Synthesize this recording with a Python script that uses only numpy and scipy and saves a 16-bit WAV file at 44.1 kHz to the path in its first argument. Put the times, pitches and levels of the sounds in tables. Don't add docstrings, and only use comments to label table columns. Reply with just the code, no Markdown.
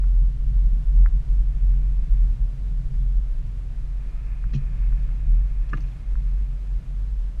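import sys
import numpy as np
from scipy import signal
from scipy.fft import rfft, irfft, next_fast_len
from scipy.io import wavfile
from scipy.ndimage import uniform_filter1d, map_coordinates

SR = 44100
rng = np.random.default_rng(int(sys.argv[2]) if len(sys.argv) > 2 else 0)


def to_wav(sig):
    pcm = np.clip(np.atleast_2d(sig), -1, 1) * 32767
    pcm = np.round(pcm).astype(np.int16)
    wavfile.write(sys.argv[1], SR, pcm.T)


N = 326340


def amp(db):
    return 10 ** (np.asarray(db) / 20)


def unit(x):
    return x / np.sqrt(np.mean(x ** 2) + 1e-20)


def curves(rows):
    times, *columns = np.transpose(rows)
    return [np.interp(np.arange(N) / SR, times, column) for column in columns]


def wobble(rate):
    knots = rng.standard_normal(int(N * rate / SR) + 4)
    return map_coordinates(knots, [np.arange(N) * rate / SR])


def filtered(x, response):
    padded = next_fast_len(N + SR // 2)
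    spectrum = rfft(x, padded) * response(np.fft.rfftfreq(padded, 1 / SR))
    return irfft(spectrum, padded)[..., :N]


def noise(spectrum):
    f, db = np.transpose(spectrum)

    def colour(hz):
        return amp(np.interp(np.log(hz + 1), np.log(f + 1), db, -120, -120))

    return unit(filtered(rng.standard_normal(N), colour))


def resonances(table, f):
    total = 0
    for k, (centre, width, db) in enumerate(table):
        damping = 1j * f * width
        total = total + (-1) ** k * amp(db) * damping / (centre * centre - f * f + damping)
    return total


def tone(hz, db, flutter_db, flutter_rate, drift, drift_rate):
    phase = 2 * np.pi * np.cumsum(hz) / SR + drift * wobble(drift_rate)
    flutter = unit(amp(flutter_db * wobble(flutter_rate)))
    swell = uniform_filter1d(amp(db) * flutter, size=SR // 40)
    return np.sqrt(2) * swell * np.sin(phase)


def ring(modes, tilt_db, attack, scatter_db, lasting=1):
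    hz, db, t60 = np.transpose(modes)[:, :, None]
    t = np.arange(SR // 3) / SR
    octaves = np.log2(hz / hz[np.argmax(db)])
    strength = amp(db + tilt_db * octaves + scatter_db * rng.standard_normal(hz.shape))
    decay = amp(-60 * t / (lasting * t60))
    return np.sum(strength * decay * np.sin(2 * np.pi * hz * t), axis=0) * (1 - np.exp(-t / attack))


def add(track, s, sound):
    start = round(s * SR)
    track[start:][:len(sound)] += sound[:N - start]


def hiss():
    # f/Hz, relative level per Hz/dB
    hiss_spectrum = [(140, -31), (230, 3.5), (242, -6), (289, -3.5), (333, -9), (640, -12.5), (848, -16),
                     (1660, -19), (2050, -21), (2490, -22), (3480, -25), (9670, -35), (15600, -49)]
    level_db = -56 + 0.23 * wobble(2.7) + 0.58 * wobble(19)
    return amp(level_db) * noise(hiss_spectrum)


def rubbing():
    # t/s, rms level/dB
    rub_level = [(0, -80.5), (1.1, -75.5), (1.6, -69), (2.2, -68), (2.6, -80.5), (3.3, -75), (3.8, -69),
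                 (4.2, -60), (4.5, -61.5), (4.75, -58.5), (5.0, -61), (5.4, -63), (5.8, -62.5),
                 (6.2, -66.5), (6.6, -68), (7, -75), (7.4, -71)]
    # f/Hz, width/Hz, level/dB
    disc_modes = [(850, 1000, -6.5), (1241, 180, 1), (1722, 170, -2.5), (2136.3, 72, 2), (2472, 200, -0.5)]

    def disc(f):
        return resonances(disc_modes, f) / (1 + (f / 2900) ** 12)

    fluttering = rng.standard_normal(N) * amp(1.2 * wobble(25))
    return amp(curves(rub_level)[0]) * unit(filtered(fluttering, disc))


def ticks():
    # t/s, level/dB, f/Hz
    trim_slips = [(0.0398, -38.5, 1280), (1.06, -24.5, 1513), (1.0708, -40, 1420), (4.44, -36.5, 1396),
                  (4.925, -41.5, 1475), (5.09, -41.5, 1380), (6.155, -37, 1345)]
    track, t = np.zeros(N), np.arange(SR // 50) / SR
    for s, db, hz in trim_slips:
        slip = np.exp(-((t - .0012) / 0.000527) ** 2) * np.sin(2 * np.pi * hz * t)
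        reflections = rng.standard_normal(len(t)) * amp(-60 * t / 0.01)
        answer = signal.fftconvolve(slip, reflections)[:len(t)]
        add(track, s, amp(db) * slip)
        add(track, s + 0.0024, amp(db - 28.5) * unit(answer))
    return track


def rough_bursts():
    # t/s, level before the envelope/dB, length/s, centre f/Hz, width/octaves
    bursts = [(3.0125, -60.5, 0.007, 3550, 0.043), (4.531, -55.5, 0.0164, 4480, 0.34),
              (4.5337, -48, 0.014, 1888, 0.46), (4.538, -53.5, 0.0297, 3800, 0.49),
              (4.559, -64.5, 0.039, 3500, 0.97), (4.544, -53.5, 0.0242, 2750, 0.197),
              (4.547, -58.5, 0.018, 5900, .25), (5.688, -60, 0.019, 3000, 0.93),
              (5.729, -64, 0.033, 3000, 0.77), (5.767, -65, 0.0225, 4000, .8),
              (5.81, -67.5, 0.033, 5000, 0.66), (5.859, -70, 0.075, 4500, 0.67)]
    # f/Hz, width/Hz, level/dB
    arch_modes = [(1190, 200, 5), (1864, 240, 2), (2586, 320, 3.5), (3366, 290, -1.5), (3690, 141, -3),
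                  (4234, 167, 2), (5000, 206, -3.5), (5670, 197, -0.5), (6370, 290, -3), (7200, 330, -5.5)]
    grains_per_s, grain_spread_db = 2500, 3.5
    fine_db = -10
    track, size = np.zeros(N), 4096
    f = np.fft.rfftfreq(size, 1 / SR) + 1
    for s, db, length, hz, octaves in bursts:
        u = np.arange(size) / (length * SR)
        noise_samples = rng.standard_normal(size)
        hits = rng.random(size) < grains_per_s / SR
        grain_size = amp(grain_spread_db * rng.standard_normal(size))
        grains = noise_samples * (hits * grain_size + amp(fine_db))
        band = np.exp(-.5 * (np.log2(f / hz) / octaves) ** 2)
        coloured = unit(irfft(rfft(grains) * resonances(arch_modes, f) * band))
        envelope = (1 - np.exp(-u / 0.028)) * np.exp(-u ** 4.9)
        add(track, s, amp(db) * envelope * coloured)
    return track


def clink(hz, t60):
    snap_db, snap_t60 = -10, 0.0055
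    t = np.arange(SR // 20) / SR
    bright = uniform_filter1d(np.diff(rng.standard_normal(len(t) + 1)), size=4)
    snap = amp(snap_db - 60 * t / snap_t60) * unit(bright)
    ringing = amp(-60 * t / t60) * (1 - np.exp(-t / 0.00052)) * np.sin(2 * np.pi * hz * t)
    return ringing + snap


def knocks():
    # t/s, gain/dB, tilt/dB per octave, ringing share (scales t60), mode contrast (scales dB)
    part_blows = [(5.7307, -27, 0, 0.925, 0.96), (5.7346, -38, 6.5, 1.03, 1), (5.771, -44.5, 5, 0.76, 0.15),
                  (5.776, -45, -2.5, 0.53, 0.28), (5.805, -56.5, 14, 0.45, 0.01),
                  (5.839, -52.5, 8, 0.75, 0.13), (5.884, -56.5, 9, 0.42, 0.14)]
    # f/Hz, level/dB, t60/s
    part_modes = [(302.15, -13, 0.24), (489.7, -11, 0.0644), (612, -10.5, 0.047), (767, -21.5, 0.07),
                  (1146, -6.5, 0.049), (1197, 5, 0.0526), (1349, -2.5, 0.0605), (1453, 3.5, 0.036),
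                  (1631, -4, 0.04), (1690, 7, 0.0607), (1865, -8, 0.05), (2136, -17.5, 0.065),
                  (2466, -13.5, 0.054), (2675, -9, 0.052), (2808, -14.5, 0.0433)]
    # t/s, level/dB, f/Hz, t60/s
    edge_clinks = [(5.692, -57.5, 3300, .02), (5.695, -58.5, 5740, 0.042), (5.700, -62, 6870, .02),
                   (5.7309, -56, 6170, 0.017), (5.732, -56, 5450, 0.0284), (5.7708, -49, 3750, 0.0129),
                   (5.7713, -57, 6200, 0.024), (5.774, -56.5, 4360, .03), (5.805, -53.5, 4544, 0.033),
                   (5.806, -58, 6100, 0.037), (5.8056, -53.5, 5200, .015), (5.821, -58, 6040, 0.028),
                   (5.839, -57.5, 4100, .015), (5.918, -53, 3385, 0.021)]
    chatter, chatter_rate = 0.21, 500
    track = np.zeros(N)
    for s, db, tilt_db, lasting, contrast in part_blows:
        modes = np.multiply(part_modes, [1, contrast, 1])
        add(track, s, amp(db) * ring(modes, tilt_db, .0027, 1, lasting))
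    for s, db, hz, t60 in edge_clinks:
        add(track, s, amp(db) * clink(hz, t60))
    return track * (1 + chatter * wobble(chatter_rate)) / np.sqrt(1 + chatter ** 2)


def pan_rings():
    # t/s, gain/dB, tilt/dB per octave, ringing share (scales t60)
    pan_events = [(0.487, -31, -9, 0.55), (0.76, -31.5, -10, 0.62), (1.138, -28.5, -9, 0.58),
                  (2.39, -35, -9.5, 0.55), (2.99, -33.5, -7.5, 0.92), (4.5369, -27.5, 10.5, 0.62),
                  (4.551, -22, -3.5, 0.605), (5.729, -29.5, 12.5, 0.531), (5.785, -35.5, 2.5, 0.43),
                  (6.33, -41.5, -5, 1), (6.865, -44, -13, 0.68)]
    # f/Hz, level/dB, t60/s
    pan_modes = [(109, -7.5, 0.2), (136.37, 6, 0.321), (174, 0.5, 0.083), (201.7, 1.5, 0.14),
                 (246.3, -10.5, 0.15), (277.1, -16.5, 0.13), (357, -15.5, 0.12), (432.8, -28, 0.11)]
    track = np.zeros(N)
    for s, db, tilt_db, lasting in pan_events:
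        add(track, s, amp(db) * ring(pan_modes, tilt_db, 0.0087, 0.94, lasting))
    return track


def pan_hum():
    # t/s, level/dB
    hum_level = [(0.0, -42), (0.1, -42), (0.18, -54.5), (0.22, -43.5), (0.37, -39.5), (0.45, -42.5),
                 (0.52, -37.5), (0.56, -46), (0.74, -43), (0.8, -38.5), (1.03, -46), (1.2, -43.5),
                 (1.28, -36.5), (1.38, -47), (1.48, -42.5), (1.63, -45.5), (1.75, -40.5), (1.85, -48.5),
                 (2.08, -42.5), (2.12, -49.5), (2.18, -40), (2.23, -52), (2.43, -37.5), (2.49, -54.5),
                 (2.55, -40), (2.72, -56.5), (2.78, -40.5), (2.9, -37.5), (2.96, -43.5), (3.05, -38.5),
                 (3.15, -48), (3.5, -52.5), (3.9, -45), (4.15, -54), (4.39, -45.5), (4.43, -58),
                 (4.68, -52), (4.93, -40.5), (5.19, -46.5), (5.44, -38), (5.5, -46.5), (5.69, -53),
                 (5.85, -41.5), (5.98, -50.5), (6.39, -43.5), (6.43, -58), (6.49, -37), (6.59, -55.5),
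                 (6.96, -44), (7.01, -51), (7.4, -51)]
    hz = 133 + 2.6 * wobble(6)
    return tone(hz, curves(hum_level)[0], flutter_db=0.47, flutter_rate=14, drift=0.49, drift_rate=17)


def road():
    # t/s, shake level/dB, tyre drone level/dB
    road_levels = [(0, -29.5, -40), (.5, -23, -37), (.8, -26.5, -36.5), (1.15, -21, -39.5),
                   (1.7, -27.5, -37.5), (2.25, -22, -37), (2.6, -30.5, -36.5), (3.1, -22, -40),
                   (3.67, -33.5, -39.5), (3.95, -23.5, -42), (4.65, -33, -39), (5.0, -24.5, -39),
                   (5.7, -30.5, -40.5), (6.02, -37.5, -40.5), (6.16, -24.5, -41), (6.68, -39.5, -44.5),
                   (7.1, -33, -42.5), (7.4, -33, -43.5)]
    # f/Hz, relative level per Hz/dB
    shake_spectrum = [(5, -40), (10, -12), (22, -8), (29, -2), (33, 0), (37, -6), (43, -14), (51, -10),
                      (58, -22), (75, -32), (100, -60)]
    # f/Hz, relative level per Hz/dB
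    drone_spectrum = [(40, -33), (58, -5.5), (69, -3.5), (80, -9.5), (97, -8), (108, -3.5), (118, -8),
                      (133, -10.5), (145, -8), (160, -10), (178, -18.5), (197, -18.5), (240, -34),
                      (420, -40.5)]
    shake_db, drone_db = curves(road_levels)
    shake_lumps = amp(1.2 * wobble(19))
    drone_lumps = amp(1.3 * wobble(4) + 1.5 * wobble(13))
    shake = amp(shake_db) * unit(shake_lumps * noise(shake_spectrum))
    drone = amp(drone_db) * unit(drone_lumps * noise(drone_spectrum))
    return shake + drone


def boom():
    # t/s, f/Hz
    boom_pitch = [(0, 42.88), (1.0, 43.37), (1.3, 44.7), (1.8, 43.06), (2.5, 41.61), (2.9, 43.74),
                  (3.45, 41.47), (3.8, 43.79), (5.6, 43.16), (5.87, 40.97), (6.0, 46.17), (6.3, 44.08),
                  (6.9, 43.89), (7.4, 44.58)]
    # t/s, level/dB
    boom_level = [(0.0, -19), (0.25, -14), (0.29, -17.5), (0.33, -25), (0.62, -15), (0.76, -18),
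                  (0.82, -27.5), (0.99, -11), (1.03, -11), (1.11, -21), (1.17, -16), (1.23, -31.5),
                  (1.32, -16.5), (1.59, -24), (1.65, -15), (2.0, -21.5), (2.06, -32), (2.12, -16.5),
                  (2.29, -15.5), (2.37, -34.5), (2.41, -18.5), (2.49, -24), (2.53, -30.5), (2.74, -20),
                  (2.92, -39), (2.99, -18.5), (3.28, -21), (3.4, -32), (3.44, -47.5), (3.5, -24.5),
                  (3.65, -27), (3.71, -40), (3.79, -24), (3.87, -30), (3.94, -20.5), (4.04, -29),
                  (4.55, -23.5), (4.59, -38.5), (4.68, -21.5), (4.74, -28.5), (4.82, -19), (5.21, -26),
                  (5.34, -14), (5.52, -25.5), (5.61, -19), (5.67, -30.5), (5.85, -23), (5.98, -39),
                  (6.1, -24), (6.33, -20), (6.66, -28), (6.74, -21), (6.78, -21.5), (6.84, -53.5),
                  (6.9, -26), (7.28, -23.5), (7.32, -35.5), (7.4, -22.5)]
    hz, db = curves(boom_pitch)[0], curves(boom_level)[0]
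    return tone(hz, db, flutter_db=0.5, flutter_rate=7.1, drift=0.716, drift_rate=11)


def scene():
    background = hiss() + rubbing() + ticks()
    short_events = rough_bursts() + knocks() + pan_rings()
    rolling = pan_hum() + road() + boom()
    return (background + short_events + rolling)[None]


def record(dry):
    top_hz = 15700
    return filtered(dry, lambda hz: hz < top_hz)


dry = scene()
out = record(dry)
to_wav(out)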